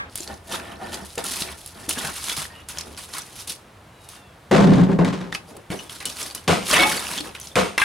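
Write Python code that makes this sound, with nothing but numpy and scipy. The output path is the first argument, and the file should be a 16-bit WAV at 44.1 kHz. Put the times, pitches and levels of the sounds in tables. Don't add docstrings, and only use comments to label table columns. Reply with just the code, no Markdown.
import sys
import numpy as np
from scipy import signal
from scipy.fft import rfft, irfft
from scipy.io import wavfile
from scipy.ndimage import uniform_filter1d

SR = 44100
rng = np.random.default_rng(int(sys.argv[2]) if len(sys.argv) > 2 else 0)


def digitize_waveform(pressure):
    field = np.atleast_2d(pressure).T
    bounded = np.clip(field, -1, 1)
    quanta = np.round(bounded * 32767).astype(np.int16)
    wavfile.write(sys.argv[1], SR, quanta)


def linear_from_db(decibels):
    return 10 ** (np.asarray(decibels, float) / 20)


N = 345744


def evened(x):
    return x / np.sqrt(np.mean(x ** 2) + 1e-20)


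def read(points, hz):
    f, value = np.transpose(points)
    return np.interp(np.log(hz + 1), np.log(f + 1), value)


def add(mix, s, sound):
    part = mix[..., round(s * SR):][..., :sound.shape[-1]]
    part += sound[..., :part.shape[-1]]


def panned(x, db):
    return np.array([x * linear_from_db(db / 2), x * linear_from_db(-db / 2)])


def coloured(x, points):
    hz = abs(np.fft.fftfreq(2048, 1 / SR))
    log_gain = np.log(linear_from_db(np.maximum(read(points, hz), -90)))
    taps = np.fft.ifft(np.exp(np.conj(signal.hilbert(log_gain)))).real[:1024]
    return evened(signal.oaconvolve(x, taps)[:N])


def resonant(x, peaks):
    out = np.zeros(N)
    for hz, width, db in peaks:
        b, a = signal.iirpeak(hz, hz / width, SR)
        once = signal.lfilter(b, a, x)
        out += linear_from_db(db) * signal.lfilter(b, a, once)
    return evened(out)


def impacts(per_s, spread_db):
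    chance, size, sign = rng.random((N, 3)).T
    heights = linear_from_db(-spread_db * np.log(size + 1 / 50)) * np.sign(sign - 0.5)
    return evened((chance < per_s / SR) * heights)


def grains(level_db, lo_hz, hi_hz, cycles, per_s, spread_db, count=14):
    struck = impacts(per_s, spread_db) * linear_from_db(level_db)
    piece = rng.integers(0, count, N)
    out = np.zeros(N)
    for k, hz in enumerate(np.geomspace(lo_hz, hi_hz, count)):
        turns = np.arange(1500) * hz / SR
        chime = np.exp(-turns / cycles) * np.sin(2 * np.pi * turns)
        out += signal.oaconvolve(struck * (piece == k), chime / np.linalg.norm(chime))[:N]
    return out


def ring(hz, db, t60):
    t = np.arange(round(t60 * SR)) / SR
    return linear_from_db(db - 60 * t / t60) * np.sin(2 * np.pi * hz * t)


def swells(rows, order, rise_fall, sudden=()):
    t = np.arange(0, N + 16, 16) / SR
    power = 1e-12
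    for row in rows:
        start, hold = row[:2]
        db = row[2] + (row[order] if order > 2 else 0)
        at_crack = any(abs(start - crack[0]) < 1 / 250 for crack in sudden)
        rise = 5000 if at_crack else rise_fall[0]
        slope_db = rise * np.maximum(start - t, 0) + rise_fall[1] * np.maximum(t - start - hold, 0)
        power = power + linear_from_db(db - slope_db) ** 2
    return np.interp(np.arange(N) / SR, t, 10 * np.log10(power))


# (from t/s, wash level/dB, engine drone level/dB)
STANDPOINTS = [
    (0, -40, -96),
    (0.096, -47, -47),
    (2.965, -46.5, -62),
    (5.693, -46.5, -56),
]
# (f/Hz, level/dB per Hz)
WASH_SPECTRUM = [(12, -36), (20, -10), (99, 0.5), (287, -8.5), (789, -8.5), (1310, -11.5), (3390, -22.5),
                 (15000, -68)]
# (f/Hz, level/dB per Hz)
HISS_SPECTRUM = [(1500, -19), (4000, -1), (7000, -1.5), (10500, -0.5), (16000, -4)]
# (f/Hz, width/Hz, level/dB)
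DRONE_MODES = [(75.5, 22, 1), (43, 15, -5.5)]
# (f/Hz, coherence/1)
COHERENCE = [(60, 1), (240, 1), (950, 0.67), (3770, 0.73), (15000, 0.97)]


def traffic():
    hz = np.fft.rfftfreq(N, 1 / SR)
    a, b, c, d = rng.standard_normal((len(hz), 4)).T
    same = np.clip(read(COHERENCE, hz), -1, 1)
    left = a + 1j * b
    right = same * left + np.sqrt(1 - same ** 2) * (c + 1j * d)
    field = np.array([left, right])
    starts, wash_db, drone_db = np.transpose(STANDPOINTS)
    place = np.maximum(np.searchsorted(starts, np.arange(N) / SR) - 1, 0)
    wash = evened(irfft(field * linear_from_db(read(WASH_SPECTRUM, hz)), N)) * linear_from_db(wash_db[place])
    hiss = evened(irfft(field * linear_from_db(read(HISS_SPECTRUM, hz)), N)) * linear_from_db(-59.0 - 4.5 * (place == 0))
    drone = resonant(rng.standard_normal(N), DRONE_MODES) * linear_from_db(drone_db[place])
    return wash + hiss + drone


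# (t/s, f/Hz, level/dB)
UPPER_GLIDE = [
    (3.92, 3950, -75),
    (3.95, 3930, -64),
    (4.1, 3720, -61),
    (4.2, 3600, -62),
    (4.31, 3340, -63),
    (4.35, 3240, -76),
]
# (t/s, f/Hz, level/dB)
LOWER_GLIDE = [
    (3.88, 2960, -75),
    (4.02, 2870, -62),
    (4.12, 2830, -65),
    (4.18, 2770, -59),
    (4.3, 2670, -65),
    (4.36, 2640, -76),
]


def glides():
    out, t = np.zeros((2, N)), np.arange(N) / SR
    for rows in UPPER_GLIDE, LOWER_GLIDE:
        s, hz, db = np.transpose(rows)
        slow_noise = uniform_filter1d(rng.standard_normal((2, N)), 900)
        flutter = 1 + 0.3 * np.array([evened(side) for side in slow_noise])
        level = linear_from_db(np.interp(t, s, db, -200, -200) + 4.5)
        phase = 2 * np.pi * np.cumsum(np.interp(t, s, hz)) / SR
        out += flutter * level * np.sin(phase)
    return out


# (t/s, roll/s, boom level/dB, panel level/dB re boom, rattle level/dB re boom)
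BED_STRIKES = [
    (4.513, 0.091, -13, -0.5, -7),
    (4.625, 0.098, -11, -11, -18.5),
    (4.7, 0.12, -11.5, -10, -19.5),
    (4.887, 0.03, -20, -6, -17.5),
    (4.987, 0.017, -12.5, -4.5, -20),
    (5.047, 0.012, -20.5, -6.5, -5),
    (5.128, 0.0081, -33, -16, 3.5),
    (5.206, 0.064, -36, -3.5, -6),
    (5.3, .2, -69, 12, -5),
]
# (f/Hz, width/Hz, level/dB)
FLOOR_MODES = [(62.3, 190, -18), (130.2, 47, -8), (174.7, 57, 1), (238, 87, -9.5)]
# (f/Hz, width/Hz, level/dB)
PANEL_MODES = [(372.4, 57, 4), (526, 56, 0.5), (533, 79, -22), (712, 140, -4), (864, 114, -5),
               (1008, 120, -8.5), (1410, 570, -16)]
# (f/Hz, level/dB per Hz)
RATTLE_SPECTRUM = [(590, -6), (1000, -4), (2310, -11.5), (3850, -14.5), (4720, -18.5), (7950, -25),
                   (15000, -42)]


def trailer():
    strikes = impacts(per_s=400, spread_db=1.0)
    clumps_db = 2.2 * evened(uniform_filter1d(rng.standard_normal(N), 400))
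    boom_db = swells(BED_STRIKES, order=2, rise_fall=(6000, 116))
    panels_db = swells(BED_STRIKES, order=3, rise_fall=(9400, 146))
    rattle_db = swells(BED_STRIKES, order=4, rise_fall=(11000, 214)) + clumps_db
    boom = resonant(strikes, FLOOR_MODES) * linear_from_db(boom_db)
    panels = resonant(strikes, PANEL_MODES) * linear_from_db(panels_db)
    rattle = coloured(impacts(per_s=2200, spread_db=0.0), RATTLE_SPECTRUM) * linear_from_db(rattle_db)
    return panned(boom + panels + rattle, 1.8)


# (t/s, hold/s, wall level/dB, crack level/dB re wall, ground level/dB re wall)
HAMMER_BLOWS = [
    (6.48, 0.035, -16, -3.5, -5.5),
    (7.56, .03, -15.5, -5.5, -9.5),
]
# (f/Hz, width/Hz, level/dB)
WALL_MODES = [(322, 270, -5), (457, 214, 5), (672, 110, 5.5), (935, 350, -1.5), (1150, 600, -3)]
# (f/Hz, level/dB per Hz)
MORTAR_SPECTRUM = [(710, -5), (1200, -7), (1530, -15), (2160, -3), (5070, -13), (9050, -18), (14600, -25),
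                   (16300, -98)]


def blows():
    wall_db = swells(HAMMER_BLOWS, order=2, rise_fall=(9300, 180))
    crack_db = swells(HAMMER_BLOWS, order=3, rise_fall=(14000, 143))
    ground_db = swells(HAMMER_BLOWS, order=4, rise_fall=(3900, 143))
    ground_modes = [(95, 40, 5.7), (182, 59, 12.0)]  # (f/Hz, width/Hz, level/dB)
    wall = resonant(impacts(per_s=530, spread_db=1.0), WALL_MODES) * linear_from_db(wall_db)
    crack = coloured(impacts(per_s=5000, spread_db=3.0), MORTAR_SPECTRUM) * linear_from_db(crack_db)
    ground = resonant(rng.standard_normal(N), ground_modes) * linear_from_db(ground_db)
    return panned(wall + crack + ground, 1.2)


# (f/Hz, level/dB, t60/s)
HEAD_MODES = [(8800, -34.5, 0.59), (12250, -49, .28)]


def hammer_head():
    out = np.zeros((2, N))
    for blow in HAMMER_BLOWS:
        for mode in HEAD_MODES:
            add(out, blow[0], panned(ring(*mode), 3.5))
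    return out


# (t/s,
# f/Hz, level/dB, t60/s)
SINGLE_RINGS = [(5.79, 2950, -29.5, 0.092), (6.057, 2950, -22, 0.042), (6.844, 1250, -27, 0.3),
                (6.855, 856, -18, 0.26), (5.79, 6000, -34, .05), (6.732, 1180, -14, 0.05),
                (6.765, 1800, -16, 0.07), (7.414, 6200, -23.5, 0.015), (4.99, 417, -12, 0.17),
                (4.995, 520, -16, 0.15), (5.773, 6100, -36, .04), (5.717, 4400, -32, .03),
                (5.716, 8200, -32, .025), (5.865, 3400, -42, .08), (6.055, 4400, -26, .04),
                (6.07, 3000, -28, .09), (6.31, 4600, -30, .04), (6.378, 3000, -35, .05),
                (6.731, 600, -15, .08), (6.769, 3200, -18, .04), (6.712, 3200, -19, .06),
                (6.72, 4050, -22, .05), (6.81, 2223, -14, .35), (6.8, 3750, -22, .08), (6.995, 3650, -22, .03),
                (7.17, 3050, -27, .08), (7.18, 3600, -24, .07), (7.185, 3300, -24, .06),
                (7.208, 4300, -26, .04), (7.516, 3500, -36, .04), (5.349, 2600, -26, .1),
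                (5.38, 2600, -40, .12), (2.55, 2900, -43, .35), (2.5, 1850, -44, .5), (2.88, 450, -42, .12),
                (2.07, 1550, -28, .08), (1.245, 1350, -30, .08), (1.18, 900, -27, .06), (7.575, 400, -18, .2),
                (6.795, 340, -20, .3), (7.818, 1600, -11, .1), (7.818, 2562, -15, .06),
                (7.818, 3400, -18, .03), (6.74, 2400, -16, .05), (6.755, 1600, -17, .05),
                (6.83, 5500, -20, .04), (7.205, 300, -27, .1), (4.1, 1780, -56, .6), (7.585, 520, -17, .2),
                (4.526, 380, -13, .1)]
# (f/Hz, level/dB, t60/s)
LONG_BRICK_MODES = [(554, -21, 0.46), (730, -16.5, 0.36), (1760, -24, 0.062), (2223, -11, 0.29),
                    (2606, -20, 0.17), (3000, -20, .07), (5300, -21, 0.06)]
# (f/Hz, level/dB, t60/s)
SHORT_BRICK_MODES = [(860, -26, .2), (1200, -23, .05), (1630, -17, .08), (1820, -14, 0.06), (2090, -15, .1),
                     (2300, -18.5, 0.11), (2690, -24, 0.074), (2700, -20, 0.095)]


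def bricks():
    out = np.zeros((2, N))
    for s, hz, db, t60 in SINGLE_RINGS:
        add(out, s, panned(ring(hz, db, t60), 1.6))
    long_landings = [(6.795, -1)]  # (t/s, level/dB)
    short_landings = [(7.779, -2.5), (7.817, -0.5)]
    for modes, landings in (LONG_BRICK_MODES, long_landings), (SHORT_BRICK_MODES, short_landings):
        for s, fall_db in landings:
            for hz, db, t60 in modes:
                add(out, s, panned(ring(hz, db + fall_db, t60), 1.6))
    return out


# (t/s, peak level/dB, f/Hz, t60/s)
LUMP_THUDS = [(0.204, -33, 347, 0.062), (0.532, -38, 195, 0.14), (0.816, -32, 754, 0.14),
              (0.931, -35, 885, 0.08), (1.176, -25, 480, 0.064), (1.418, -27, 196, 0.046),
              (1.974, -29, 250, 0.085), (2.042, -28, 683, 0.024), (5.703, -21.5, 184, 0.059),
              (6.783, -30, 229, 0.092), (1.023, -35, 199, .12), (1.882, -29, 291, .06),
              (2.045, -33, 151, .15), (2.38, -34, 151, .15), (1.312, -37, 261, .08)]


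def thuds():
    out = np.zeros((2, N))
    for s, db, hz, t60 in LUMP_THUDS:
        add(out, s, panned(ring(hz, db + 4.0, t60) + ring(hz * 1.6, db - 9, t60), 0.74))
    return out


# (t/s, peak level/dB, f/Hz)
SLAB_TICKS = [(0.0976, -36, 4870), (0.1259, -38, 4910), (0.1447, -37, 4910), (0.1844, -16, 9450),
              (0.3777, -40, 5100), (0.5172, -26, 2800), (0.5234, -20, 3010), (0.5993, -23, 2520),
              (0.9211, -26, 3170), (1.104, -31, 4910), (1.1808, -12, 7130), (1.2611, -16, 10270),
              (1.294, -17, 10440), (1.3609, -16, 10270), (1.4219, -9, 4260), (1.4662, -29, 3060),
              (1.4991, -31, 9950), (1.5081, -27, 9450), (1.5464, -34, 8230), (1.5839, -34, 9780),
              (1.6324, -31, 9930), (1.646, -29, 9450), (1.8647, -28, 8590), (1.8983, -8, 10160),
              (1.911, -12, 2930), (1.9792, -22, 5880), (2.0505, -18, 1610), (2.1404, -26, 9500),
              (2.2847, -17, 3490), (2.3174, -15, 3400), (2.3782, -17, 4910), (2.4196, -15, 8290),
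              (2.4539, -22, 1850), (2.7734, -20, 3210), (2.9478, -32, 3230), (2.9676, -29, 5430)]
# (t/s, peak level/dB, f/Hz)
LATER_TICKS = [(5.3262, -13, 1890), (5.3301, -22, 1960), (5.3426, -24, 5660), (5.3504, -14, 2540),
               (5.7168, -21, 8050), (5.8364, -30, 9110), (5.9601, -26, 7430), (6.027, -26, 2430),
               (6.0469, -28, 2220), (6.086, -23, 5710), (6.1259, -23, 5430), (6.1646, -27, 4350),
               (6.1693, -23, 4310), (6.2089, -23, 10770), (6.2176, -18, 5920), (6.2628, -22, 4410),
               (6.3013, -26, 4460), (6.3107, -23, 4480), (6.6278, -22, 2990), (6.6973, -18, 7770),
               (6.7031, -13, 7800), (6.7313, -15, 2730), (6.7428, -8, 2520), (6.7599, -11, 2410),
               (6.7711, -8, 2580), (6.7818, -9, 2070), (6.8275, -7, 2220), (6.8378, -10, 2240),
               (7.0686, -15, 2800), (7.1357, -21, 5860), (7.1857, -15, 3380), (7.2083, -16, 4200),
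               (7.2926, -30, 2800), (7.3919, -33, 3100), (7.431, -27, 5940), (7.4854, -30, 11300)]


def ticks():
    out, t = np.zeros(N), np.arange(800) / SR
    snap = np.exp(-t / 0.00012) * np.sin(2 * np.pi * 4500 * t)
    for s, db, hz in SLAB_TICKS + LATER_TICKS:
        tone = np.sin(2 * np.pi * hz * t)
        overtone = 0.4 * np.sin(2 * np.pi * min(hz * 1.9, 14000) * t)
        stone = np.exp(-t * hz / 3.5) * (tone + overtone)
        add(out, s, linear_from_db(db - 1.5) * (stone + 1.25 * snap))
    return panned(out, 0.4)


# (t/s, peak level/dB, centre f/Hz)
SLAB_KNOCKS = [(0.156, -9, 9700), (0.1758, -16.5, 9500), (0.205, -17, 7000), (.232, -23, 5540),
               (0.276, -20.5, 4560), (.341, -29, 5050), (0.9429, -14, 4860), (1.049, -28, 9500),
               (1.155, -22, 8500), (1.1785, -20, 2670), (1.2413, -14, 10000), (1.321, -13, 9800),
               (1.4222, -16, 3960), (1.661, -18.5, 9800), (1.675, -23, 10500), (1.8925, -4, 9700),
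               (2.2413, -16, 7300), (2.297, -10, 3380), (2.3666, -22, 4000), (2.423, -22, 6000),
               (2.6872, -16.5, 9920), (2.7853, -11, 5300), (2.8097, -14, 5280)]
# (t/s, peak level/dB, centre f/Hz)
THROW_KNOCKS = [(2.9758, -24, 4630), (3.137, -19.5, 3770), (3.183, -12, 9000), (3.219, -22.5, 6000),
                (3.477, -24, 3950), (4.089, -22, 9750), (4.5125, -11, 1740), (5.0474, -15, 2020),
                (5.3222, -26, 3000), (5.3483, -10, 2490), (5.567, -25, 9900)]
# (t/s, peak level/dB, centre f/Hz)
BRICKWORK_KNOCKS = [(5.7028, -23, 2150), (5.7943, -24, 2830), (5.896, -23, 3060), (6.003, -22.5, 4020),
                    (6.0545, -9, 8060), (6.099, -17, 4430), (6.1875, -23, 3210), (6.2285, -15.5, 7500),
                    (6.3495, -11, 10670), (6.4778, -3.5, 1770), (6.668, -15.5, 2870), (6.7122, -6, 5100),
                    (6.768, -8, 2380), (6.9941, -14.5, 8800), (7.052, -19, 2340), (7.178, -12.5, 3300),
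                    (7.2042, -15, 3520), (7.351, -23.5, 2500), (7.3995, -19, 10070), (7.4715, -22, 5240),
                    (7.5558, -6, 2400), (7.7789, -4, 2020), (7.818, -7, 2300)]


def knocks():
    out, t = np.zeros((2, N)), np.arange(2000) / SR
    cracks = SLAB_KNOCKS + THROW_KNOCKS + BRICKWORK_KNOCKS
    grits = rng.standard_normal((len(cracks), 2000))
    sides = rng.normal(0.4, 1.1, len(cracks))
    soft = signal.butter(2, 11000, fs=SR)
    contact = 2.24 * np.exp(-t / 0.00013) * np.sin(2 * np.pi * 5000 * t)
    for (s, db, hz), grit, pan_db in zip(cracks, grits, sides):
        body = evened(signal.lfilter(*signal.iirpeak(hz, 2.5, SR), grit))
        chime = np.sin(2 * np.pi * hz * t)
        burst = 0.88 * body + 0.24 * signal.lfilter(*soft, grit) + 0.6 * chime + contact
        t60 = 0.028 * (hz / 3000) ** -0.19
        add(out, s, panned(burst * linear_from_db(db - 8.5 - 60 * t / t60), pan_db))
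    return out


# (t/s, hold/s, sand level/dB, chip level/dB re sand, lump level/dB re sand)
SLAB_SLIDES = [(.098, 0.27, -53, -17, -8), (.155, 0.087, -38.5, -31, -19), (.3, 0.01, -45.5, 5.5, 9),
               (.529, 0.018, -32, 2, -0.5), (.6, .14, -51, 7, 9.5), (.82, 0.066, -48, 5, 11),
               (.934, 0.015, -37.5, -2.5, 1.5), (.98, 0.045, -47.5, -0.5, 6), (1.05, 0.23, -45, -23, -21),
               (1.179, 0.0075, -33.5, 2, 3), (1.24, 0.18, -29.5, -10, -14), (1.45, 0.076, -41, -1, -2.5),
               (1.58, 0.13, -44.5, -21, -19), (1.76, 0.1, -46, -3.5, -0.5), (1.89, 0.011, -24, -14, -11.5),
               (1.97, 0.12, -32.5, -2, -7.5), (2.14, 0.2, -34, -8.5, -24), (2.28, .04, -31, -3.5, -13),
               (2.366, 0.061, -29.5, -7, -14.5), (2.5, 0.11, -56, 6, 4), (2.687, 0.014, -35, -5.5, -15),
               (2.75, 0.068, -43.5, -0.5, -2), (2.86, 0.063, -47.5, -2.5, 4.5)]
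# (t/s, hold/s, sand level/dB, chip and lump level/dB re sand)
THROW_SLIDES = [(2.974, .01, -35, -5.5, -10.5), (3.02, 0.02, -42, -10, -13), (3.09, .01, -45.5, -3, -6),
                (3.146, 0.053, -34.5, -3.5, -15), (3.25, 0.15, -45.5, -9, -10),
                (3.388, 0.016, -35, -11.5, -25), (3.475, 0.033, -30.5, -15, -13.5),
                (4.04, 0.0091, -51, -16, -14), (4.088, 0.009, -41.5, -15, -25),
                (4.13, 0.044, -47.5, -3, -14), (5.326, 0.031, -43.5, 6, 1.5), (5.5, 0.0046, -48.5, -9, 8),
                (5.558, 0.013, -55, 2, 15)]
# (t/s, hold/s, sand level/dB, chip and lump level/dB re sand)
BRICKWORK_SLIDES = [(5.703, .025, -38.5, 4.5, 10.5), (5.76, 0.09, -44.5, -2.5, 0),
                    (5.896, 0.067, -39, -7, -9), (6.004, 0.015, -40, 2, -8),
                    (6.055, 0.013, -28.5, -12, -9.5), (6.1, 0.12, -41.5, -6.5, -10),
                    (6.2, 0.062, -34, -6.5, -6.5), (6.28, 0.038, -41, -7.5, -17),
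                    (6.348, 0.0068, -36, -3.5, -7), (6.4, 0.047, -51.5, -4, -6),
                    (6.66, 0.012, -36, -12, -16), (6.707, 0.03, -21.5, -2.5, -25),
                    (6.738, 0.098, -23.5, 6, 0), (6.87, 0.096, -27.5, -2.5, -4.5),
                    (6.98, .2, -33, -2.5, -5), (7.239, 0.056, -43.5, 1, 5), (7.349, 0.0068, -44.5, 5.5, -4),
                    (7.4, .08, -43, -12, -11), (7.5, 0.025, -51, -8, 0), (7.781, 0.071, -31.5, 6, -9)]
# (f/Hz, level/dB per Hz)
SAND_SPECTRUM = [(1470, -20.5), (2500, -2), (3500, 0), (4160, 1), (7500, -2.5), (10300, 2.5), (15100, -8.5),
                 (16300, -12)]
# (f/Hz, width/Hz, level/dB)
SLAB_MODES = [(207.4, 22, 1.5), (369, 46, 0.5), (673, 61, 0), (802, 37, 2), (898, 110, -2),
              (1430, 270, -6.5), (1790, 140, -3)]


def rubble():
    slides = SLAB_SLIDES + THROW_SLIDES + BRICKWORK_SLIDES
    cracks = SLAB_KNOCKS + THROW_KNOCKS + BRICKWORK_KNOCKS + SLAB_TICKS[:1]
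    sand_db = swells(slides, order=2, rise_fall=(300, 308), sudden=cracks)
    chips_db = swells(slides, order=3, rise_fall=(620, 360), sudden=cracks)
    lumps_db = swells(slides, order=4, rise_fall=(300, 230), sudden=cracks)
    clumps_db = 2.3 * evened(uniform_filter1d(rng.standard_normal(N), 500))
    sand = coloured(impacts(per_s=6000, spread_db=3.6), SAND_SPECTRUM) * linear_from_db(sand_db + clumps_db)
    flakes = grains(sand_db - 10.5, 3202, 9830, cycles=19.0, per_s=250, spread_db=6.0)
    clinks = grains(chips_db - 5, 800, 5500, cycles=12.0, per_s=300, spread_db=4.0)
    chips = grains(chips_db + 0.7 * clumps_db, 980, 3730, cycles=3.5, per_s=2500, spread_db=5.0)
    lumps = grains(lumps_db - 2, 170, 900, cycles=2.5, per_s=1800, spread_db=2.5)
    dragged = np.arange(N) / SR < 2.5
    slab = resonant(impacts(per_s=1800, spread_db=3.0), SLAB_MODES) * linear_from_db(lumps_db - 1.0) * dragged
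    return panned(sand + flakes, -0.066) + panned(clinks + chips + lumps + slab, 0.2)


# (f/Hz, t60/s)
ECHO_DECAY = [(150, 0.053), (1000, 0.08), (4000, 0.17), (12000, 0.15)]
# (f/Hz, level/dB)
ECHO_SPECTRUM = [(60, -13.5), (400, -1), (6000, 4.5), (14000, -8)]


def echoes(x):
    taps = np.zeros((2, 16000))
    at = np.arange(200, 15980, 20) + rng.integers(0, 20, (2, 789))
    np.put_along_axis(taps, at, rng.choice([-1.0, 1.0], at.shape), 1)
    hz, t, z = signal.stft(taps, SR, nperseg=256)
    fall_db = read(ECHO_SPECTRUM, hz)[:, None] - 60 * t / read(ECHO_DECAY, hz)[:, None]
    tail = signal.istft(z * linear_from_db(fall_db), SR, nperseg=256)[1]
    return signal.fftconvolve(x[None], tail / np.linalg.norm(tail[0]), axes=1)[:, :N]


# (f/Hz, level/dB)
SIDE_SPECTRUM = [(30, -12), (70, -2), (200, -1.5), (450, 3.5), (1200, 3), (2500, -5), (8000, -4),
                 (15000, -24)]


def spread(x):
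    taps = rng.standard_normal(5000) * np.exp(-np.arange(5000) / 1200)
    response = rfft(taps / np.linalg.norm(taps), N)
    hz = np.fft.rfftfreq(N, 1 / SR)
    side = irfft(rfft(x) * response * linear_from_db(read(SIDE_SPECTRUM, hz) - 7), N)
    return np.array([side, -side])


def scene():
    background = traffic() + glides()
    struck = trailer() + blows() + hammer_head() + bricks()
    work = struck + thuds() + ticks() + knocks() + rubble()
    middle = work.mean(0)
    return linear_from_db(1.0) * work + spread(middle) + linear_from_db(-13.5) * echoes(middle) + background


def low_pass(x):
    return signal.sosfilt(signal.butter(12, 15950, fs=SR, output="sos"), x)


# (f/Hz, level/dB)
MICROPHONE_RESPONSE = [(20, -16), (60, -0.5), (10500, -0.5), (12500, -5.5), (16000, -6.5), (17000, -30)]


def record(dry):
    hz = np.fft.rfftfreq(N, 1 / SR)
    heard = irfft(rfft(dry) * linear_from_db(read(MICROPHONE_RESPONSE, hz)), N)
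    peak_db = 20 * np.log10(abs(heard).max(0) + 1e-6)
    fall = np.arange(N) * 440.0 / SR
    held_db = np.maximum.accumulate(peak_db + fall) - fall
    over_db = np.maximum(held_db + 2.5, 0)
    limited = heard / linear_from_db(0.28 * uniform_filter1d(over_db, 30))
    finished = 0.65 * np.tanh(limited / 0.79)
    return low_pass(finished)


dry = scene()
out = record(dry)
digitize_waveform(out)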